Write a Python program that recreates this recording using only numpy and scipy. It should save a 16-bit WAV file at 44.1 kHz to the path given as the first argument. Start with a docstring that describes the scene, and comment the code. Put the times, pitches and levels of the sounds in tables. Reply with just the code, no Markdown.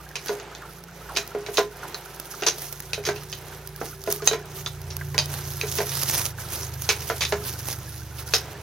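"""An engine drones and a yard murmurs throughout; from the first second the steel pawls of a basket press
clink (noise bursts, decaying modes), its bar knocks the wooden tub, and juice plops and bubbles into a mesh bag
in a bucket (chirps, damped sines). Something crisp, like a nylon sleeve, rustles and ticks close by (noise).
The engine's pitch, from harmonics of one pulse rate, sags and recovers by 4 s, where the strongest clink falls;
then the engine swells and sinks, the cloth makes a long slide peaking near 6.2 s, and clinks go on to the end."""
import sys
import numpy as np
from scipy import signal
from scipy.fft import rfft, irfft, next_fast_len
from scipy.io import wavfile
from scipy.ndimage import uniform_filter1d, map_coordinates

SR = 44100
rng = np.random.default_rng(int(sys.argv[2]) if len(sys.argv) > 2 else 0)


def persist_wave(psi):
    """Save psi, clipped to +-1, as 16-bit WAV."""
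    counts = np.round(np.clip(psi, -1, 1) * 32767).astype(np.int16)
    wavfile.write(sys.argv[1], SR, np.atleast_2d(counts).T)


N = 380141
TOP_HZ = 16000  # upper band limit


def amp(db):
    """Level to amplitude: 20 dB is a factor of ten."""
    return 10 ** (np.asarray(db) / 20)


def unit(x):
    """Energy normalisation: scaled to rms 1."""
    return x / np.sqrt(np.mean(x ** 2) + 1e-20)


def crest(x, size):
    """Short-time normalisation: the strongest stretch of size samples has rms 1."""
    power = uniform_filter1d(np.mean(x ** 2, axis=0), size)
    return x / np.sqrt(power.max())


def along(points, hz):
    """Logarithmic frequency scale: interpolation of (f/Hz, value) points."""
    f, v = np.transpose(points)
    return np.interp(np.log(hz + 1), np.log(f + 1), v)


def curves(rows):
    """Time envelopes: one value per sample for each column after t/s."""
    s, *columns = np.transpose(rows)
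    return [np.interp(np.arange(N) / SR, s, column) for column in columns]


def wobble(rate):
    """Slow random modulation: a smooth curve through rate random knots a second."""
    knots = rng.standard_normal(int(N * rate / SR) + 4)
    return map_coordinates(knots, [np.arange(N) * rate / SR])


def fade(t, t60):
    """Exponential damping: a decay of 60 dB in t60 seconds."""
    return np.exp(-np.log(1000) * t / t60)


def bump(hz, centre_hz, width_hz):
    """Resonance: a peak of height 1 that halves at width_hz from its centre."""
    return 1 / (1 + ((hz - centre_hz) / width_hz) ** 2)


def colour(x, level_db):
    """Minimum-phase filtering: the folded cepstrum makes a causal filter of a gain curve in dB."""
    n = x.shape[-1]
    m = 2 * next_fast_len(n // 2 + 2048)
    cepstrum = irfft(np.log(amp(level_db(np.fft.rfftfreq(m, 1 / SR)))))
    cepstrum[1:m // 2] *= 2
    cepstrum[m // 2 + 1:] = 0
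    return irfft(rfft(x, m) * np.exp(rfft(cepstrum)))[..., :n]


def stereo(pair, alike):
    """Interaural coherence: unrelated mid and side noises are mixed to a correlation set by frequency."""
    def angle(hz):
        return np.arccos(along(alike, hz)) / 2

    mid = colour(pair[0], lambda hz: 20 * np.log10(np.cos(angle(hz))))
    side = colour(pair[1], lambda hz: 20 * np.log10(np.sin(angle(hz))))
    return np.array([mid + side, mid - side])


def rush(pair, spectrum, alike):
    """Coloured noise: a pair of noises is spread, filtered and scaled to rms 1."""
    return unit(colour(stereo(pair, alike), lambda hz: along(spectrum, hz)))


def ring(modes, t, scatter_db, skew):
    """Modal superposition: damped modes of random strength, a little out of phase between channels."""
    out = np.zeros((2, len(t)))
    for hz, db, t60 in modes:
        phase = rng.uniform(0, 2 * np.pi) + skew * rng.standard_normal((2, 1))
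        strength = amp(db + scatter_db * rng.standard_normal())
        out += strength * fade(t, t60) * np.sin(2 * np.pi * hz * t + phase)
    return out


def add(track, s, sound):
    """Linear superposition: mixes a sound in at s seconds."""
    room = track[:, max(round(s * SR), 0):][:, :sound.shape[1]]
    room += sound[:, :room.shape[1]]


def left_late(pair, delay_s):
    """Interaural time difference: a linear phase delays the left channel (negative: advances it)."""
    m = next_fast_len(N + SR // 2)
    shift = np.exp(-2j * np.pi * np.fft.rfftfreq(m, 1 / SR) * delay_s)
    left = irfft(rfft(pair[0], m) * shift, m)[:N]
    return np.array([left, pair[1]])


# stereo coherence of the press, echo, yard and engine rumble: [f/Hz, left-right correlation]
FAR_COHERENCE = [(200, 0.95), (500, 0.96), (1200, 0.88), (3000, 0.67), (6500, 0.65), (12000, 0.34)]
# slow course of the background: [t/s, relative level/dB]
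MURMUR_LEVEL = [(0, -43.5), (0.8, -47.5), (1.9, -43.5), (3.5, -48), (6, -46), (8.62, -46)]
# background spectrum: [f/Hz, relative spectral density level/dB]
YARD_SPECTRUM = [(88, -22.5), (150, -3.5), (254, -9), (406, 5), (439, 0), (662, -3.5), (702, -0.5),
                 (998, -2.5), (1100, -7.5), (1340, -4.5), (2760, -11), (8900, -23.5), (9820, -78),
                 (16000, -107)]


def yard():
    """Incoherent summation: distant traffic merges into coloured noise of gently drifting level."""
    level = amp(curves(MURMUR_LEVEL)[0] + 1 + 2.5 * wobble(6))
    return level * rush(rng.standard_normal((2, N)), YARD_SPECTRUM, FAR_COHERENCE)


# exhaust pulse rate: [t/s, f/Hz]
PULSE_RATE = [(0.0, 30.3), (0.19, 28.9), (0.48, 28.2), (1.46, 28.37), (1.56, 27.71), (4.1, 29.8),
              (4.13, 30.03), (7.08, 25.74), (7.63, 24.9), (8.62, 24.35)]
# how strongly the engine carries, used as a deviation from its mean: [t/s, level/dB]
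ENGINE_LOUDNESS = [(0, -50.5), (2.5, -49), (3.05, -41.5), (4.4, -44), (4.9, -35), (6.4, -35), (7.6, -34.5),
                   (8.62, -38.5)]
# exhaust harmonics: [multiple of the pulse rate, relative mean level/dB,
# level gained per dB of loudness/(dB/dB), level gained per Hz of pulse rate/(dB/Hz)]
EXHAUST_HARMONICS = [(2, -54.5, 0.1, 2.3), (3, -51, 1.56, 0.9), (4, -53, 1.0, 0), (5, -46.5, 1.0, 1.07),
                     (6, -59.5, -0.5, -3)]
# high tone of the engine: [t/s, relative level/dB]
WHINE_LEVEL = [(0, -71), (2, -64), (3.3, -51.5), (4.3, -51.5), (5.2, -51), (8.62, -61.5)]
# low engine noise: [f/Hz, relative spectral density level/dB]
RUMBLE_SPECTRUM = [(20, -37), (38, -27), (70, -3), (130, 6), (170, 0), (230, -15), (400, -37.5)]


def engine():
    """Harmonic series: exhaust tones and a whine share one pulse rate and waver in the air, over a rumble."""
    whine_order, whine_gain_db = 13, -1
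    waver_db, waver_rate, drift_rad = 2.3, 5.5, 0.05  # rate in knots per second
    rate_hz = curves(PULSE_RATE)[0]
    loud_db = curves(ENGINE_LOUDNESS)[0]
    swell_db = loud_db - loud_db.mean()
    faster_hz = rate_hz - rate_hz.mean()
    phase = 2 * np.pi * np.cumsum(rate_hz) / SR + drift_rad * wobble(3.5)

    lines = [(whine_order, curves(WHINE_LEVEL)[0] + whine_gain_db)]
    for order, db, by_swell, by_rate in EXHAUST_HARMONICS:
        lines.append((order, db + by_swell * swell_db + by_rate * faster_hz))
    tones = np.zeros(N)
    for order, db in lines:
        strength = np.sqrt(2) * amp(db + waver_db * wobble(waver_rate))  # rms to peak of a sine
        tones += strength * np.sin(order * phase + rng.uniform(0, 2 * np.pi))

    noise = rush(rng.standard_normal((2, N)), RUMBLE_SPECTRUM, FAR_COHERENCE)
    return tones + amp(-51 + swell_db) * noise


# plops of the juice: [t/s, relative peak level/dB, starting f/Hz, t60/s]
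JUICE_PLOPS = [(0.616, -37, 1676, 0.27), (1.088, -35, 1410, 0.47), (1.828, -32.5, 1410, 0.15),
               (1.947, -34, 1520, 0.042), (2.337, -35.5, 1440, 0.05), (4.664, -33, 1495, 0.063),
               (5.011, -31.5, 1760, 0.054), (6.384, -32.5, 1712, 0.038)]


def trickle():
    """Narrow-band modulation: a falling carrier blurred by slow noise makes each soft plop in the wet bag."""
    fall_per_s, blur_hz, gain_db = 15, 230, -1
    out, t = np.zeros((2, N)), np.arange(SR // 8) / SR
    for s, db, start_hz, t60 in JUICE_PLOPS:
        phase = 2 * np.pi * np.cumsum(start_hz * np.exp(-fall_per_s * t)) / SR
        noise = rng.standard_normal((2, len(t)))
        a, b = colour(noise, lambda hz: 20 * np.log10(bump(hz, 0, blur_hz)))
        plop = (a * np.cos(phase) + b * np.sin(phase)) * fade(t, t60)
        add(out, s, amp(db + gain_db) * crest(np.array([plop, plop]), size=256))
    return out


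def bubbles(count, pitch_hz, spread, cycles, size_db, level_db):
    """Bubble resonance: damped sines at random moments, mostly weak, each ringing for a few cycles."""
    when, size = rng.random((2, count, 1))
    hz = pitch_hz * np.exp(spread * rng.standard_normal((count, 1)))
    hz = np.minimum(hz, TOP_HZ)
    t = np.arange(SR // 20) / SR
    age = t * hz / cycles
    strength = amp(-size_db * np.log(size + 0.1))
    envelope = np.exp(-age) * (1 - np.exp(-4 * age))
    rings = strength * envelope * np.sin(2 * np.pi * hz * t)
    where = (when * N).astype(int) + np.arange(len(t))
    track = np.bincount(where.ravel(), rings.ravel(), N)[:N]
    return amp(level_db) * unit(track)


def juice():
    """Air entrainment: plops, the bubbles they trap and fine, high spatter on the mesh."""
    trapped = bubbles(count=300, pitch_hz=1454, spread=0.092, cycles=9.1, size_db=5.5, level_db=-55.5)
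    spatter = bubbles(count=320, pitch_hz=10300, spread=0.29, cycles=9.5, size_db=8, level_db=-67)
    return trickle() + trapped + spatter


# the unbroken slide of the cloth: [t/s, relative level/dB]
CLOTH_SLIDE = [(0, -51), (0.55, -57), (2.3, -46.5), (3.3, -47), (4.45, -54.5), (5.1, -45.5), (5.55, -38),
               (6.17, -26.5), (6.27, -27.5), (6.35, -60), (7.05, -37), (7.35, -39.5), (8.62, -50.5)]
# short strokes of the cloth: [t of the peak/s, length/s, relative peak level/dB]
CLOTH_STROKES = [(0.274, 0.2, -38.5), (0.69, 0.27, -45.5), (1.148, 0.35, -42.5), (1.568, 0.098, -29),
                 (1.976, 0.16, -47), (2.407, 0.34, -41.5), (2.63, 0.2, -32.5), (3.063, 0.092, -37),
                 (3.86, 0.17, -35.5), (4.118, 0.15, -31), (4.28, 0.096, -29), (4.575, 0.26, -38.5),
                 (5.347, 0.18, -33.5), (6.402, 0.13, -34), (6.54, 0.23, -29.5), (6.848, 0.26, -35),
                 (7.197, 0.19, -41), (7.477, 0.13, -29.5), (7.71, 0.18, -33), (8.188, 0.11, -34),
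                 (8.342, 0.14, -32.5)]


def rubbing():
    """Power summation: a slow slide plus strokes that each swell and ebb."""
    rise, edge_db = 0.41, 15  # share of a stroke spent swelling; its ends lie this far under its peak
    power = amp(curves(CLOTH_SLIDE)[0]) ** 2
    for s, length, db in CLOTH_STROKES:
        u = (np.arange(N) / SR - s) / length
        drop_db = edge_db * np.maximum(-u / rise, u / (1 - rise))
        power = power + amp(db - drop_db) ** 2
    return np.sqrt(power)


def patchy(x, depth_db):
    """Spectral fluctuation: random patches of gain in time and frequency keep the colour shifting."""
    z = signal.stft(x, nperseg=256)[2]
    field = rng.standard_normal(z.shape[1:])
    field = uniform_filter1d(field, size=12, axis=0)
    field = uniform_filter1d(field, size=8, axis=1)
    return signal.istft(z * amp(depth_db * unit(field)), nperseg=256)[1][:, :N]


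# stereo coherence of the nearby cloth: [f/Hz, left-right correlation]
NEAR_COHERENCE = [(300, 0.92), (1400, .88), (3100, 0.8), (6800, 0.55), (15000, 0.24)]
# hiss of the cloth: [f/Hz, relative spectral density level/dB]
CLOTH_SPECTRUM = [(300, -1), (1000, 2), (2500, 0.5), (4500, 3.5), (6300, 8), (7600, -3), (10500, 5.5),
                  (13000, 7), (16000, 0.5)]
# sharp ticks of the cloth: [t/s, relative peak level/dB]
CLOTH_TICKS = [(0.26, -30), (2.199, -25), (2.6198, -26), (2.7263, -25), (2.803, -25.5), (3.674, -28),
               (3.7618, -30.5), (4.103, -23), (4.125, -14.5), (4.1614, -27), (4.816, -33.5),
               (4.9671, -22.5), (5.2582, -24.5), (6.8205, -23)]
# one tick: [f/Hz, relative spectral density level/dB]
TICK_SPECTRUM = [(300, 0), (2500, -9), (6000, 1.5), (7600, -11), (11000, 3.5), (16000, 2)]


def sleeve():
    """Stick-slip friction: stiff cloth gives a hiss of fibres, many small snags and sharp ticks."""
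    snags_per_s, snag_spread_db, snag_t60 = 320, 4.5, 0.0083
    small_ticks_per_s, small_tick_db, small_scatter_db = 3, -37, 3  # before the tick gain
    tick_t60, tick_gain_db = 0.013, 3
    level = rubbing() * amp(1 + 2 * wobble(60) + wobble(14))

    snag_strength = amp(snag_spread_db * np.minimum(rng.standard_normal(N), 2))
    snags = (rng.random(N) < snags_per_s / SR) * snag_strength
    t = np.arange(SR // 30) / SR
    grains = signal.fftconvolve(snags, fade(t, snag_t60))[:N]
    grain_noise = unit(grains * rng.standard_normal((2, N)))
    fibres = rng.standard_normal((2, N)) + amp(-2) * grain_noise
    out = level * rush(patchy(fibres, depth_db=2), CLOTH_SPECTRUM, NEAR_COHERENCE)

    ticks = list(CLOTH_TICKS)
    for _ in range(round(small_ticks_per_s * N / SR)):  # fainter ticks at random moments
        ticks.append((rng.random() * N / SR, small_tick_db + small_scatter_db * rng.standard_normal()))
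    for s, db in ticks:
        noise = fade(t, tick_t60) * rng.standard_normal((2, len(t)))
        tick = rush(noise, TICK_SPECTRUM, NEAR_COHERENCE)
        add(out, s, amp(db + tick_gain_db) * crest(tick, size=64))
    return out * amp([[-1], [1]])  # left softer, right louder


# reverberation of the yard's walls: [f/Hz, t60/s]
ECHO_DECAY = [(200, 0.77), (400, 0.18), (2000, 0.19), (7000, 0.13), (14000, 0.19)]


def walls(x):
    """Diffuse reverberation: shed and paving answer after 5 ms with noise decaying by frequency."""
    hz, t, z = signal.stft(rng.standard_normal((2, SR // 2)), SR, nperseg=256)
    decay = fade(t, along(ECHO_DECAY, hz)[:, None])
    tail = signal.istft(z * decay, SR, nperseg=256)[1]
    tail = np.pad(stereo(tail, FAR_COHERENCE), ((0, 0), (SR // 200, 0)))
    tail = tail / np.linalg.norm(tail[0])
    return signal.fftconvolve(x.mean(axis=0)[None], tail, axes=1)[:, :N]


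# the bar knocks the tub: [t/s, peak level/dB, treble shelf gain/dB, relative low ring level/dB]
BAR_KNOCKS = [(0.292, -22.5, -12, -16), (0.329, -33.5, -20, -27), (0.399, -34.5, 25, -16),
              (1.172, -19.5, 43, -27), (1.349, -22.5, -30, -13), (1.487, -29, -13, -13),
              (1.582, -13.5, 4, -17.5), (2.422, -24.5, 3, -17.5), (2.467, -29, 15, 0),
              (2.978, -29, -24, -12.5), (3.074, -25, 14, -7), (3.088, -19.5, 3, -21.5),
              (3.814, -23.5, -26, -27), (4.075, -21.5, -10, -8), (4.221, -29.5, 17, -11),
              (4.312, -22.5, 10, -13), (4.332, -21, 14, -12.5), (5.145, -28.5, -5, -15),
              (5.635, -26.5, -2, -18), (5.785, -21.5, 27, -12.5), (5.804, -21, -10, -37),
              (6.891, -20.5, 38, -21), (7.1, -18, -4, -30), (7.323, -18, 5, -9.5)]
# dull blow of the bar: [f/Hz, relative spectral density level/dB]
THUD_SPECTRUM = [(80, -18.5), (250, -4.5), (420, 5.5), (750, 2), (1100, -3), (1600, 0.5), (3000, -10),
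                 (6500, -12.5), (9000, -33)]
# modes of the tub: [f/Hz, relative level/dB, t60/s]
TUB_MODES = [(178, -20.5, 0.35), (359, -9.5, 0.15), (388, -5.5, 0.14), (413.6, 8.5, 0.16),
             (437.4, 3.5, 0.099), (498, -15, 0.13), (668, -6, 0.18), (1023, -7.5, 0.16), (1435, -5, 0.079)]


def tub():
    """Impact excitation: the bar takes up its slack with a dull blow, and the loaded tub rings low."""
    crack_db, crack_t60, thud_t60 = 3, 0.014, 0.14
    ring_gain_db, ring_rise_s = 7, 0.0025
    out, t = np.zeros((2, N)), np.arange(SR // 3) / SR
    for s, db, treble_db, ring_db in BAR_KNOCKS:
        def blow_shape(hz):
            resonance_db = 5 * bump(hz, 690, width_hz=33)
            return along(THUD_SPECTRUM, hz) + resonance_db + treble_db * hz / (hz + 1500)

        blow = amp(crack_db) * fade(t, crack_t60) + fade(t, thud_t60)
        burst = stereo(blow * rng.standard_normal((2, len(t))), FAR_COHERENCE)
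        burst = crest(colour(burst, blow_shape), size=256)
        onset = 1 - np.exp(-t / ring_rise_s)
        wood = amp(ring_gain_db + ring_db) * ring(TUB_MODES, t, scatter_db=5.5, skew=0.058) * onset
        add(out, s, amp(db) * crest(burst + wood, size=256))
    return out


# ratchet pawls: [t/s, peak level/dB, ring f/Hz, clatter level relative to the first contact/dB]
PAWL_CLINKS = [(0.1555, -24, 2500, 5), (0.2832, -25.5, 6170, -5), (0.5502, -32.5, 3570, -12),
               (1.151, -36, 4770, 2), (1.1633, -20.5, 2490, -3), (1.1712, -15.5, 4060, -28),
               (1.4635, -29.5, 2280, -12), (1.5718, -15, 3800, -5.5), (1.9449, -24, 4200, -25),
               (2.4349, -21.5, 2770, -12), (2.4649, -14, 6140, 20), (2.9331, -16.5, 2500, -17),
               (3.038, -36, 2190, 1), (3.0519, -24, 6240, 11), (3.0656, -22.5, 1820, -4),
               (3.1607, -34.5, 2680, 2), (3.3274, -25.5, 3060, -6.5), (4.2744, -3.5, 6330, -25),
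               (4.6617, -21, 3560, -18), (4.9033, -34.5, 5660, 0),  (5.18, -10.5, 4640, -19),
               (5.188, -11, 4740, -8), (5.6131, -17, 2510, -24), (6.8902, -13, 2530, 9.5),
               (7.2084, -20.5, 3500, -1), (7.2195, -17.5, 2400, 14), (7.2514, -18.5, 3630, -12),
               (8.337, -10.5, 5240, -5.5)]
# hard contact of a pawl: [f/Hz, relative spectral density level/dB]
CLANK_SPECTRUM = [(150, -42), (400, -3), (1000, -7.5), (2500, -5), (5000, -2), (6500, -2), (7600, -17.5),
                  (10000, -13.5), (15500, -25.5)]
# modes of the steel head: [f/Hz, relative level/dB, t60/s]
STEEL_MODES = [(1920, -3.5, 0.15), (2524, 10, 0.046), (3101, -3.5, 0.15), (3774, 3, 0.13),
               (4005, 4.5, 0.16), (4900, -8, 0.062), (4665, 10, 0.055), (6328, 7.5, 0.084)]


def pawls():
    """Impact and modal decay: a pawl drops with a hard crack, chatters in its slot and rings the steel head."""
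    crack_t60, clatter_t60, note_t60 = 0.0044, 0.13, 0.06
    bounce_db, steel_db, note_db = 3.5, -19, -11
    out, t = np.zeros((2, N)), np.arange(SR // 3) / SR
    knots = t[::90]  # chatter strength changes about every 2 ms
    for s, db, ring_hz, clatter_db in PAWL_CLINKS:
        def contact_shape(hz):
            return along(CLANK_SPECTRUM, hz) + 9 * bump(hz, ring_hz, width_hz=330)

        bounces = amp(bounce_db * np.interp(t, knots, rng.standard_normal(len(knots))))
        clatter = amp(clatter_db) * bounces * fade(t, clatter_t60)
        contact = fade(t, crack_t60) + clatter
        burst = stereo(contact * rng.standard_normal((2, len(t))), FAR_COHERENCE)
        burst = crest(colour(burst, contact_shape), size=128)
        steel = amp(steel_db) * ring(STEEL_MODES, t, scatter_db=1.5, skew=0.66)
        # each landing has a note of its own, a cluster of close modes, clearest without chatter
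        cluster = [(ring_hz * (1 + 0.015 * k), note_db - 7 * abs(k), note_t60) for k in (-1, 0, 1)]
        note = ring(cluster, t, scatter_db=4, skew=0.16) / (1 + amp(clatter_db))
        add(out, s, amp(db) * crest(burst + steel + note, size=128))
    return out


def scene():
    """Superposition and lateralisation: all sources add, the right channel 2 dB above the left."""
    press = left_late(pawls() + tub(), -0.000012)  # left hears the press sooner
    cloth = left_late(sleeve(), 0.000025)  # left hears the cloth later
    mix = yard() + engine() + juice() + cloth + amp(-8.5) * walls(press) + press
    return mix * amp([[-1], [1]])


def record(dry):
    """Peak limiting and band limiting: clips at full scale, then removes everything from TOP_HZ up."""
    m = next_fast_len(N + SR // 2)
    spectrum = rfft(np.clip(dry, -1, 1), m)
    passband = np.fft.rfftfreq(m, 1 / SR) < TOP_HZ
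    return irfft(spectrum * passband, m)[:, :N]


dry = scene()
out = record(dry)
persist_wave(out)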